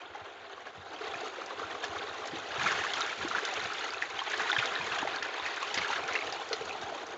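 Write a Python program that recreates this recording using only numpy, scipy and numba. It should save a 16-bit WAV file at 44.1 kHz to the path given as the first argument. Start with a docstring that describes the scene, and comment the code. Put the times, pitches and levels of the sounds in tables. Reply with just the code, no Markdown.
"""Crowded fish thrash in a shallow lined pond while a hand net is swept through them.
It starts with quiet churning, a few ringing plops and soft thuds of bodies on the liner. From about 1.8 s
tails slap the surface, and from 2.6 s swarms of bubbles and droplets ring loudly over a wash of noise.
After the last slap at 6.5 s the churning goes on easing. Bubbles, plops, droplets and thuds are decaying tones;
slaps, spray and wash are shaped noise. A small microphone with little bass and treble listens from above."""
import sys
import numpy as np
from scipy import signal
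from scipy.io import wavfile
from numba import njit

SR = 44100
rng = np.random.default_rng(int(sys.argv[2]) if len(sys.argv) > 2 else 0)


def generate_wav(sig):
    """Save sig (samples, or channels by samples) to the path in sys.argv[1] as 16-bit PCM at SR."""
    pcm = np.round(np.clip(np.atleast_2d(sig).T, -1, 1) * 32767).astype(np.int16)
    wavfile.write(sys.argv[1], SR, pcm)


N = 316197   # length in samples, about 7.17 s

# Low heaving of the water. Each row: time in seconds, level in dB.
HEAVING = [(0.0, -74.5), (1.88, -65.5), (1.92, -58), (2.21, -73), (2.35, -53), (2.5, -65), (2.62, -46.5),
           (3.05, -67), (3.33, -50.5), (3.43, -68), (3.67, -61), (3.81, -72.5), (4.55, -73.5),
           (4.59, -60.5), (4.63, -69), (4.83, -55), (5.69, -80), (5.79, -57), (5.91, -66.5), (7.17, -63.5)]
# Tone colour of the heaving. Each row: pitch in Hz, relative level in dB per Hz.
RUMBLE_COLOUR = [(24, -49), (40, -27.5), (81, 0), (124, -7.5), (199, -4.5), (260, -12.5), (340, -30),
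                 (570, -120)]
DEEP_HZ, DEEP_SHARE = 107, 0.27   # below this pitch the rumble takes only a share of the heaving's swing

# Steady churning. Each row: time in seconds, splash level in dB, gurgle level in dB, spray level in dB.
# Of gurgle and spray, only the swing against the splash is used, not the average.
CHURNING = [(0.0, -45, -51.5, -64.5), (0.9, -47.5, -51.5, -61), (0.94, -45.5, -48.5, -58.5),
            (1.18, -42, -46, -53.5), (1.6, -42, -45, -55.5), (2.46, -39.5, -46, -52), (2.62, -37, -45, -50),
            (2.81, -33.5, -41.5, -45.5), (3.11, -34.5, -46, -48), (3.57, -33.5, -43, -48),
            (3.771, -36.5, -47.5, -48), (3.99, -38.5, -46.5, -52.5), (4.25, -35.5, -48.5, -51.5),
            (4.489, -35, -46.5, -51.5), (4.89, -33, -41.5, -46), (5.17, -34.5, -45.5, -52.5),
            (5.41, -35.5, -47.5, -52.5), (5.75, -34.5, -46.5, -48), (6.07, -37.5, -43, -52.5),
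            (6.35, -40.5, -46.5, -51), (6.8, -41.5, -43.5, -52.5), (7.17, -44.5, -44, -56)]
GURGLE_HZ, SPLASH_HZ, SPRAY_HZ = 685, 1880, 4800   # where each churning level rules
# Bouts of thrashing on top of it. Each row: start in seconds, length in seconds, splash level in dB
# halfway through, share of the lift that the gurgle takes from 0 to 1.
THRASHING_BOUTS = [(0.658, 0.028, -42, 0.7), (0.999, 0.33, -44.5, 0.6), (1.628, 0.055, -43.5, 0.2),
                   (1.845, 0.019, -49.5, 0.3), (1.952, 0.02, -38, 0), (2.603, 0.19, -31, 0.4),
                   (2.818, 0.028, -37, 0.4), (2.961, 0.043, -32.5, 1), (3.348, 0.048, -34.5, 0.99),
                   (4.008, 0.015, -37.5, 0.4), (4.183, 0.022, -42, 0.4), (4.301, 0.049, -29.5, 0.6),
                   (4.391, 0.05, -28.5, 1), (4.465, 0.03, -25.5, 0.4), (4.584, 0.075, -31.5, 0.7),
                   (4.922, 0.025, -31.5, 0.5), (5.457, 0.035, -35.5, 0.4), (5.737, 0.047, -30.5, 0.6),
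                   (5.82, 0.027, -32, 0.4), (5.9, 0.068, -31, 0), (6.073, 0.096, -35, 0.8),
                   (6.508, 0.017, -44.5, 0.5), (6.707, 0.022, -49, 0.4), (6.93, 0.086, -42.5, 0.8)]
BOUT_ATTACK_S, BOUT_RELEASE_S = 0.0049, 0.044
BOUT_SAG_DB = 4.5   # fall in level from start to end of a bout
SPRAY_SHARE = 0.86   # share of a bout's lift in the spray
# Tone colour of the water. Each row: pitch in Hz, relative level in dB per Hz.
WATER_COLOUR = [(150, -62), (250, -12.5), (417, 0.5), (592, -6), (770, -2.5), (1140, -3), (1500, -3.5),
                (2870, -6), (3620, -6), (4500, -12.5), (5140, -21), (6550, -15), (7100, -18.5),
                (8400, -13.5)]
# Resonances of the lined pit. Each row: pitch in Hz, width in Hz, lift in dB.
PIT_RESONANCES = [(87.5, 7.6, 2.5), (413, 18, 3), (682, 110, 5.5), (787, 15, 9), (1056, 49, 3.5),
                  (1410, 440, 4), (1406, 70, 0.5)]
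PIT_T60_S, PIT_DB = 0.13, -9.5   # scatter from the pit walls: time to decay by 60 dB, and level

# Thuds on the liner. Each row: start in seconds, peak in dB, pitch in Hz.
LINER_THUDS = [(0.212, -50, 95), (0.774, -53, 148), (1.638, -50, 94.2), (1.891, -46, 89),
               (1.958, -49, 89.5), (2.325, -44, 158), (2.579, -40.5, 124), (2.793, -46, 98),
               (3.3, -42, 230), (3.64, -52, 145), (4.411, -50, 190), (4.58, -37, 122), (4.796, -43, 153),
               (5.028, -31, 290), (5.772, -36, 264), (6.034, -48, 155), (6.605, -53, 157)]
# Flicks of fine spray. Each row: start in seconds, approximate peak in dB.
SPRAY_FLICKS = [(0.1565, -45), (1.4605, -33), (1.5943, -44), (1.841, -30), (1.933, -45), (2.2558, -39),
                (2.272, -29), (2.4493, -51), (2.5955, -34), (2.6329, -30), (2.7232, -30), (2.838, -35),
                (2.9357, -30), (2.9796, -31), (3.0065, -24.5), (3.0629, -30), (3.0854, -47), (3.283, -28),
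                (3.3837, -42), (3.4341, -42), (3.451, -24), (3.5379, -29), (3.64, -32), (3.7342, -31),
                (3.905, -41), (3.936, -33), (4.0178, -38), (4.1, -35), (4.2368, -35), (4.2991, -31.5),
                (4.3171, -29), (4.376, -29), (4.4189, -29), (4.5052, -28), (4.5825, -31), (4.6565, -28),
                (4.734, -36), (4.8678, -40), (4.9856, -29.5), (5.1596, -34), (5.227, -33), (5.461, -32),
                (5.561, -32), (5.6022, -36), (5.6281, -29), (5.7425, -21.5), (5.88, -33), (6.0362, -35),
                (6.0778, -31), (6.133, -29.5), (6.324, -35), (6.4438, -39), (6.4883, -34), (6.5331, -53),
                (6.654, -36), (6.6897, -43), (6.7261, -37), (6.8138, -34.5), (7.0663, -38), (7.1072, -40)]
# Flat slaps of tails on the surface. Each row: start in seconds, level in dB before SLAP_DB is added,
# fading time in milliseconds.
TAIL_SLAPS = [(1.846, -26, 7.6), (2.598, -51, 3.5), (2.934, -22, 8.7), (3.062, -26, 2), (3.449, -20, 1.2),
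              (4.591, -22, 4.1), (5.226, -20, 3.8), (5.775, -16, 4.9), (6.153, -19, 2.1),
              (6.323, -18.5, 3.9), (6.529, -13, 4.2)]
# Small droplets falling back. Each row: start in seconds, peak in dB, pitch in Hz.
FALLING_DROPLETS = [(0.0587, -40, 3320), (0.9621, -35, 3110), (1.044, -35, 2380), (1.142, -29, 2380),
                    (1.841, -30, 3140), (2.597, -27, 2420), (2.6329, -35, 2670), (2.659, -24, 2350),
                    (2.7223, -31, 2520), (2.935, -25, 3250), (3.0126, -25, 3870), (3.019, -22, 3640),
                    (3.4504, -24.5, 3430), (3.602, -28, 3900), (3.659, -44, 3530), (3.783, -27.5, 3460),
                    (3.81, -36, 4000), (3.9047, -29.5, 4600), (3.944, -28.5, 2500), (3.981, -32, 3800),
                    (4.0177, -27, 2480), (4.191, -22.5, 3060), (4.516, -18, 3440), (4.565, -26, 3070),
                    (4.5854, -21, 3440), (4.656, -24, 3640), (4.754, -24, 3770), (4.812, -25.5, 2360),
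                    (4.9201, -25.5, 2600), (4.984, -28, 3160), (4.991, -27, 2700), (5.161, -29, 4220),
                    (5.1845, -32, 3480), (5.224, -36, 2650), (5.367, -35, 3340), (5.397, -30, 3600),
                    (5.4543, -26, 2460), (5.629, -28, 2470), (5.7732, -28, 3060), (6.038, -29.5, 2400),
                    (6.106, -36, 3900), (6.142, -30, 2350), (6.1576, -20, 2600), (6.2096, -29, 2400),
                    (6.3251, -32, 4570), (6.53, -27, 4060), (6.619, -36, 2440), (6.694, -33, 2530),
                    (6.7088, -28, 2460), (6.728, -35, 2820)]
# Single plops. Each row: time in seconds one cycle after the start, peak in dB, pitch in Hz,
# cycles to die away by 60 dB (held between 5 and 80 when played).
SINGLE_PLOPS = [(0.148, -39, 794, 90), (0.578, -38.5, 1080, 29), (0.669, -34, 1570, 29),
                (0.927, -42, 1470, 20), (1.009, -34, 407, 19), (1.016, -30, 1380, 20),
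                (1.041, -34, 418, 16), (1.069, -36, 423, 31), (1.136, -31, 1290, 30), (1.138, -36, 664, 42),
                (1.153, -33, 1670, 27), (1.215, -34, 688, 51), (1.232, -34.5, 410, 14),
                (1.383, -34.5, 485, 14), (1.417, -31, 1246, 29), (1.506, -35, 1090, 25),
                (1.595, -30.5, 1170, 31), (1.629, -31, 1270, 83), (1.751, -32, 1130, 25),
                (1.838, -28, 1620, 45), (1.964, -30, 1100, 19), (2.027, -40, 700, 28),
                (2.088, -36, 1270, 25), (2.254, -31, 673, 11), (2.333, -30.5, 338, 6.7),
                (2.507, -31.5, 1530, 34), (2.596, -30, 1680, 27), (2.616, -26, 1830, 24),
                (2.64, -28, 850, 28), (2.662, -19.5, 1270, 49), (2.665, -22, 1510, 28),
                (2.675, -21, 2150, 25), (2.687, -22, 1950, 22), (2.709, -22, 1530, 31),
                (2.718, -25, 1720, 22), (2.728, -24, 1500, 18), (2.777, -26, 1520, 18),
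                (2.789, -27, 1800, 12), (2.811, -27, 1780, 28), (2.838, -28, 1500, 25),
                (2.849, -25, 1220, 17), (2.866, -24, 1700, 18), (2.912, -35.5, 745, 31),
                (2.971, -27, 1510, 31), (3.007, -25.5, 1300, 39), (3.062, -26.5, 1480, 28),
                (3.211, -29.5, 1340, 19), (3.246, -28.5, 346, 6.6), (3.276, -30, 1390, 14),
                (3.312, -24, 1320, 11), (3.349, -19.5, 1420, 45), (3.383, -23, 1560, 24),
                (3.428, -32.5, 397, 13), (3.478, -30, 1360, 25), (3.526, -29.5, 716, 30),
                (3.595, -29.5, 1970, 30), (3.702, -30, 1260, 29), (3.809, -30, 1390, 20),
                (3.862, -32.5, 1280, 33), (3.89, -29, 1310, 26), (3.936, -29, 1370, 22),
                (4.023, -17.5, 1810, 14), (4.189, -28, 2040, 26), (4.216, -26, 1025, 31),
                (4.274, -35, 830, 45), (4.315, -35, 1870, 15), (4.337, -24.5, 1630, 55),
                (4.397, -25, 1560, 37), (4.414, -26, 1490, 35), (4.43, -32, 1400, 25),
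                (4.458, -30, 873, 36), (4.499, -17, 1440, 17), (4.528, -27, 795, 25),
                (4.529, -18.5, 1830, 17), (4.564, -17.5, 1620, 20), (4.589, -16.5, 2360, 21),
                (4.625, -22.5, 1373, 66), (4.76, -27, 1720, 57), (4.787, -27.5, 1610, 40),
                (4.808, -28, 970, 26), (4.889, -32, 1700, 24), (4.917, -25, 1530, 31),
                (4.974, -29.5, 746, 23), (4.988, -25.5, 1550, 28), (5.028, -24, 890, 9.9),
                (5.049, -29.5, 640, 20), (5.049, -32, 420, 16), (5.072, -28, 794, 22),
                (5.074, -26.5, 2000, 25), (5.146, -31, 1610, 24), (5.168, -27.5, 1530, 24),
                (5.224, -23.5, 1720, 20), (5.398, -27.5, 944, 30), (5.462, -24.5, 1820, 37),
                (5.628, -25, 1050, 26), (5.776, -23, 2080, 24), (5.817, -24, 2170, 30),
                (5.846, -23, 1590, 19), (5.88, -30, 1060, 17), (5.902, -24, 910, 20),
                (5.929, -28, 1900, 16), (5.96, -26, 1580, 42), (6.082, -31, 1680, 20),
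                (6.088, -26, 1360, 35), (6.112, -29, 2070, 16), (6.124, -26, 2200, 22),
                (6.153, -20, 1920, 26), (6.162, -25, 2120, 23), (6.189, -26, 2170, 21),
                (6.223, -26, 2200, 30), (6.324, -31.5, 753, 41), (6.397, -34.5, 770, 25),
                (6.51, -28.5, 456, 12), (6.52, -31, 1200, 22), (6.529, -32.5, 780, 25),
                (6.531, -32.5, 416, 23), (6.61, -31, 430, 13), (6.698, -37, 743, 36), (6.713, -47, 390, 44),
                (6.75, -35, 810, 30), (6.918, -33, 640, 33), (6.948, -46, 550, 20)]

BUBBLES_DB, WASH_DB, SLAP_DB = -3, -5.5, -8.0   # layer levels
BASS_CUT_HZ, TREBLE_CUT_HZ, CUTOFF_HZ = 58, 7016, 8600   # microphone limits, then the steep top cut
HISS_DB = -102


def from_db(db):
    """Turn decibels into a gain."""
    return 10 ** (np.asarray(db) / 20)


def rms_one(x):
    """Scale a sound so that its average strength (rms) is 1."""
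    return x / np.sqrt(np.mean(x ** 2) + 1e-20)


def at_hz(points, hz):
    """Read a tone colour at a pitch, on a log-frequency axis."""
    return np.interp(np.log(hz), np.log(np.array(points)[:, 0]), np.array(points)[:, 1])


def to_samples(s):
    """Turn seconds into whole sample positions."""
    return np.round(s * SR).astype(np.int64)


def noise_band(low_hz, high_hz, order):
    """White noise keeps only the pitches between two limits."""
    band = signal.butter(order, [low_hz, high_hz], "band", fs=SR, output="sos")
    return signal.sosfilt(band, rng.standard_normal(N))


def fading_puffs(start, height, fading_s):
    """Each start jumps to its height and fades exponentially."""
    puffs = np.zeros(N)
    puffs[start] = height
    return signal.lfilter([1], [1, -np.exp(-1 / (fading_s * SR))], puffs)


def drift(rate_hz):
    """Slow random wandering: noise at every 40th sample through two one-pole low-passes; rms 1."""
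    r = np.exp(-80 * np.pi * rate_hz / SR)
    coarse = rng.standard_normal(N // 40 + 2002)
    slow = signal.lfilter([1], [1, -2 * r, r * r], coarse)[2000:]   # skip the filter's settling
    return np.interp(np.arange(N) / 40, np.arange(len(slow)), rms_one(slow))


@njit
def ring(start, hz, height, cycles, rise, swell, length, rate):
    """Each tone swells for some cycles, then dies by 60 dB in its cycles; a positive rise lifts its pitch."""
    out = np.zeros(length)
    for k in range(len(start)):
        lasting = int((cycles[k] + swell) * rate / hz[k])
        for i in range(min(lasting, length - start[k])):
            c = i * hz[k] / rate   # cycles since the start
            attack = np.sin(np.pi / 2 * min(c / swell, 1.0)) ** 2
            decay = np.exp(-np.log(1000) * max(c - swell, 0.0) / cycles[k])
            wave = np.sin(2 * np.pi * c * (1 + rise[k] * c / 2))
            out[start[k] + i] += height[k] * attack * decay * wave
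    return out


def banded_noise(colour, low_hz, count, gain_at):
    """Quarter-octave bands of noise, each at its colour's level times a gain of its own in time."""
    edges = low_hz * 2 ** (np.arange(count + 1) / 4)
    white = rng.standard_normal((2, N))   # neighbouring bands use different noise
    out = 0
    for k, (low, high) in enumerate(zip(edges, edges[1:])):
        band = signal.sosfilt(signal.butter(2, [low, high], "band", fs=SR, output="sos"), white[k % 2])
        hz = np.sqrt(low * high)
        out = out + from_db(at_hz(colour, hz)) * gain_at(hz) * band
    return out


def hollow(x):
    """The pit lifts the pitches at which it resonates."""
    out = x.copy()
    for hz, width, lift_db in PIT_RESONANCES:
        r = np.exp(-np.pi * width / SR)
        feedback = [1, -2 * r * np.cos(2 * np.pi * hz / SR), r * r]
        peak = signal.lfilter([(1 - r * r) / 2, 0, (r * r - 1) / 2], feedback, x)
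        out += (from_db(lift_db) - 1) * peak
    return out


def walls(x):
    """The close, creased walls scatter each single sound into a short diffuse tail."""
    t = np.arange(round(.15 * SR)) / SR
    tail = rng.standard_normal(len(t)) * from_db(-60 * t / PIT_T60_S)
    tail = tail * (t > .002)   # the scatter begins after 2 ms
    return x + from_db(PIT_DB) * signal.fftconvolve(x, tail / np.sqrt(np.sum(tail ** 2)))[:N]


def bouts(t):
    """Thrashing swells quickly, sags while it lasts and lets go: gives its power and the gurgle's share."""
    start, length, level_db, share = np.transpose(THRASHING_BOUTS)[:, :, None]
    since = np.maximum(t - start, 0)
    attack = 1 - np.exp(-since / BOUT_ATTACK_S)
    release = np.exp(-np.maximum(since - length, 0) / BOUT_RELEASE_S)
    sagging = from_db(level_db - BOUT_SAG_DB * (since / length - .5))
    power = (attack * release * sagging) ** 2 + 1e-30
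    total = power.sum(axis=0)
    return total, (power * share).sum(axis=0) / total


def churn_db(s, hz):
    """Churning level at a moment and pitch, blended between gurgle, splash and spray; bouts lift the level."""
    t = np.arange(0, N / SR, .002)
    at, *levels = np.transpose(CHURNING)
    calm, gurgle, spray = (np.interp(t, at, level) for level in levels)
    power, gurgle_share = bouts(t)
    lift = 10 * np.log10(1 + power / from_db(calm) ** 2)
    splash = calm + lift
    gurgle = gurgle + gurgle_share * lift - splash
    spray = spray + SPRAY_SHARE * lift - splash
    gurgle_swing, spray_swing = gurgle - np.mean(gurgle), spray - np.mean(spray)
    low = np.clip(np.log(SPLASH_HZ / hz) / np.log(SPLASH_HZ / GURGLE_HZ), 0, 1)
    high = np.clip(np.log(hz / SPLASH_HZ) / np.log(SPRAY_HZ / SPLASH_HZ), 0, 1)
    return np.interp(s, t, splash) + low * np.interp(s, t, gurgle_swing) + high * np.interp(s, t, spray_swing)


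def steady_rms(layer, s):
    """Scale a layer so that it sits at the splash level of the churning."""
    return layer / np.sqrt(np.mean((layer / from_db(churn_db(s, SPLASH_HZ))) ** 2))


def rumble(s, lumpy_db):
    """Water heaves against the liner: a lumpy low noise, steadier at the bottom."""
    lumps = from_db(lumpy_db * drift(14))
    low = rms_one(banded_noise(RUMBLE_COLOUR, 39.2, count=11, gain_at=lambda hz: lumps))
    deep = signal.sosfilt(signal.butter(4, DEEP_HZ, "low", fs=SR, output="sos"), low)
    upper = signal.sosfilt(signal.butter(4, DEEP_HZ, "high", fs=SR, output="sos"), low)
    heave_db = np.interp(s, *np.transpose(HEAVING))
    middle_db = heave_db.mean()
    deep_db = middle_db + DEEP_SHARE * (heave_db - middle_db)
    return from_db(heave_db) * upper + from_db(deep_db) * deep


def wash(s, surge, surge_db, patchy_db):
    """Countless tiny drops merge into a hiss that surges together and flickers band by band."""
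    def gain_at(hz):
        return from_db(churn_db(s, hz) + surge_db * surge + patchy_db * drift(20.6))
    return banded_noise(WATER_COLOUR, 236.2, count=21, gain_at=gain_at)


def patter(s, surge, level_db, size_db, surge_db, cycles):
    """Thrown drops tick on the taut liner and the surface: clicks of a few cycles, louder in the surges."""
    when, pitch, size = rng.random((2500, 3)).T
    start = (when * N).astype(np.int64)
    hz = 900 * (7000 / 900) ** pitch
    lucky_db = size_db * np.minimum(-np.log(1 - size), 4)   # a few drops are much louder
    drop_db = at_hz(WATER_COLOUR, hz) + churn_db(start / SR, hz) + surge_db * surge[start] + lucky_db
    height = np.sqrt(hz) * from_db(drop_db)
    ticks = ring(start, hz, height, np.full(len(hz), cycles), np.zeros(len(hz)), 0.6, N, SR)
    return from_db(level_db) * steady_rms(ticks, s)


def thuds(cycles):
    """A body pushes the slack liner, which swings a few cycles."""
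    s, peak_db, hz = np.transpose(LINER_THUDS)
    no_rise = np.zeros(len(s))
    return ring(to_samples(s), hz, from_db(peak_db), np.full(len(s), cycles), no_rise, 0.55, N, SR)


def flicks(fading_s, low_hz, high_hz):
    """A tail flicks fine spray into the air: a short bright hiss."""
    s, peak_db = np.transpose(SPRAY_FLICKS)
    height = from_db(peak_db) / 2   # the hiss peaks at about twice its rms
    return fading_puffs(to_samples(s), height, fading_s) * rms_one(noise_band(low_hz, high_hz, order=2))


def slaps(level_db, low_hz, high_hz):
    """A flat blow throws a sheet of water: broad noise that starts almost at once and fades fast."""
    hiss = noise_band(low_hz, high_hz, order=4)
    shape = np.zeros(N)
    rise_ms = 1.5
    ms = np.arange(2000) * 1000 / SR
    for s, peak_db, fading_ms in TAIL_SLAPS:
        at = round(s * SR)
        blow = (1 - np.exp(-ms / rise_ms)) * np.exp(-ms / fading_ms)
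        shape[at:at + len(ms)] += from_db(peak_db + level_db) * blow
    return shape * rms_one(hiss)


def droplets(cycles):
    """Each droplet traps a tiny bubble that pings."""
    s, peak_db, hz = np.transpose(FALLING_DROPLETS)
    rise = np.full(len(s), .004)
    return ring(to_samples(s), hz, from_db(peak_db), np.full(len(s), cycles), rise, 3.2, N, SR)


def plops(spray_s, spray_db, trail_s, trail_db, scatter):
    """A large bubble rings out, three neighbours in pitch trail it, and a short puff of spray flies off."""
    s, peak_db, hz, cycles = np.transpose(SINGLE_PLOPS)
    start = to_samples(s - 1 / hz)
    cycles = np.clip(cycles, 5, 80)
    out = ring(start, hz, from_db(peak_db), cycles, np.full(len(s), .006), 3.0, N, SR)
    for late, apart in rng.random((len(s), 3, 2)).transpose(1, 2, 0):
        later = start + (late * trail_s * SR).astype(np.int64)
        near_hz = hz * np.exp(scatter * (2 * apart - 1))
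        out += ring(later, near_hz, from_db(peak_db + trail_db), cycles, np.full(len(s), .01), 3.1, N, SR)
    fading = fading_puffs(start, from_db(peak_db + spray_db), spray_s)
    return out + fading * rms_one(noise_band(2200, 6500, order=2))


def bubbles(surge, size_db, surge_db, cycles, rise, swell):
    """A dense swarm of bubbles rings at random moments and pitches, louder in the surges."""
    when, pitch, size, life, climb = rng.random((16000, 5)).T
    start = (when * N).astype(np.int64)
    hz = 240 * (7400 / 240) ** pitch
    lucky_db = size_db * np.minimum(-np.log(1 - size), 3)   # a few bubbles are much louder
    bubble_db = at_hz(WATER_COLOUR, hz) + churn_db(start / SR, hz) + surge_db * surge[start] + lucky_db
    height = hz * from_db(bubble_db)
    lasting = cycles * (.5 + life) * (hz / SPLASH_HZ) ** 0.7   # small bubbles ring for more cycles
    return ring(start, hz, height / np.sqrt(lasting), lasting, rise * climb, swell, N, SR)


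def scene():
    """Bubbles, wash and patter share one surging; single sounds and the low heaving are added."""
    s = np.arange(N) / SR
    surge = rms_one(drift(12) + 4.8 * drift(40))
    swarm = bubbles(surge, size_db=2.5, surge_db=2.5, cycles=63.0, rise=0.0039, swell=3.7)
    sheet = wash(s, surge, surge_db=1.0, patchy_db=0.5)
    water = from_db(BUBBLES_DB) * steady_rms(hollow(swarm), s)
    water = water + from_db(WASH_DB) * steady_rms(hollow(sheet), s)
    singles = plops(spray_s=0.01, spray_db=-24.0, trail_s=0.011, trail_db=-12.5, scatter=0.268)
    singles = singles + droplets(cycles=40.0)
    singles = singles + slaps(level_db=SLAP_DB, low_hz=500, high_hz=5100)
    singles = singles + flicks(fading_s=0.0036, low_hz=3920, high_hz=8100)
    singles = singles + patter(s, surge, level_db=-15, size_db=3.0, surge_db=2.0, cycles=7.0)
    low = thuds(cycles=12.0) + hollow(rumble(s, lumpy_db=4.5))
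    return (water + walls(singles) + low)[None]


def record(dry):
    """The microphone loses deep bass and top treble, the top is cut steeply; a very faint hiss is added."""
    thin = signal.sosfilt(signal.butter(2, BASS_CUT_HZ, "high", fs=SR, output="sos"), dry)
    dull = signal.sosfilt(signal.butter(16, TREBLE_CUT_HZ, fs=SR, output="sos"), thin)
    cut = signal.sosfilt(signal.cheby2(20, 50, CUTOFF_HZ, fs=SR, output="sos"), dull)
    return cut + from_db(HISS_DB) * rng.standard_normal(dry.shape)


dry = scene()
out = record(dry)
generate_wav(out)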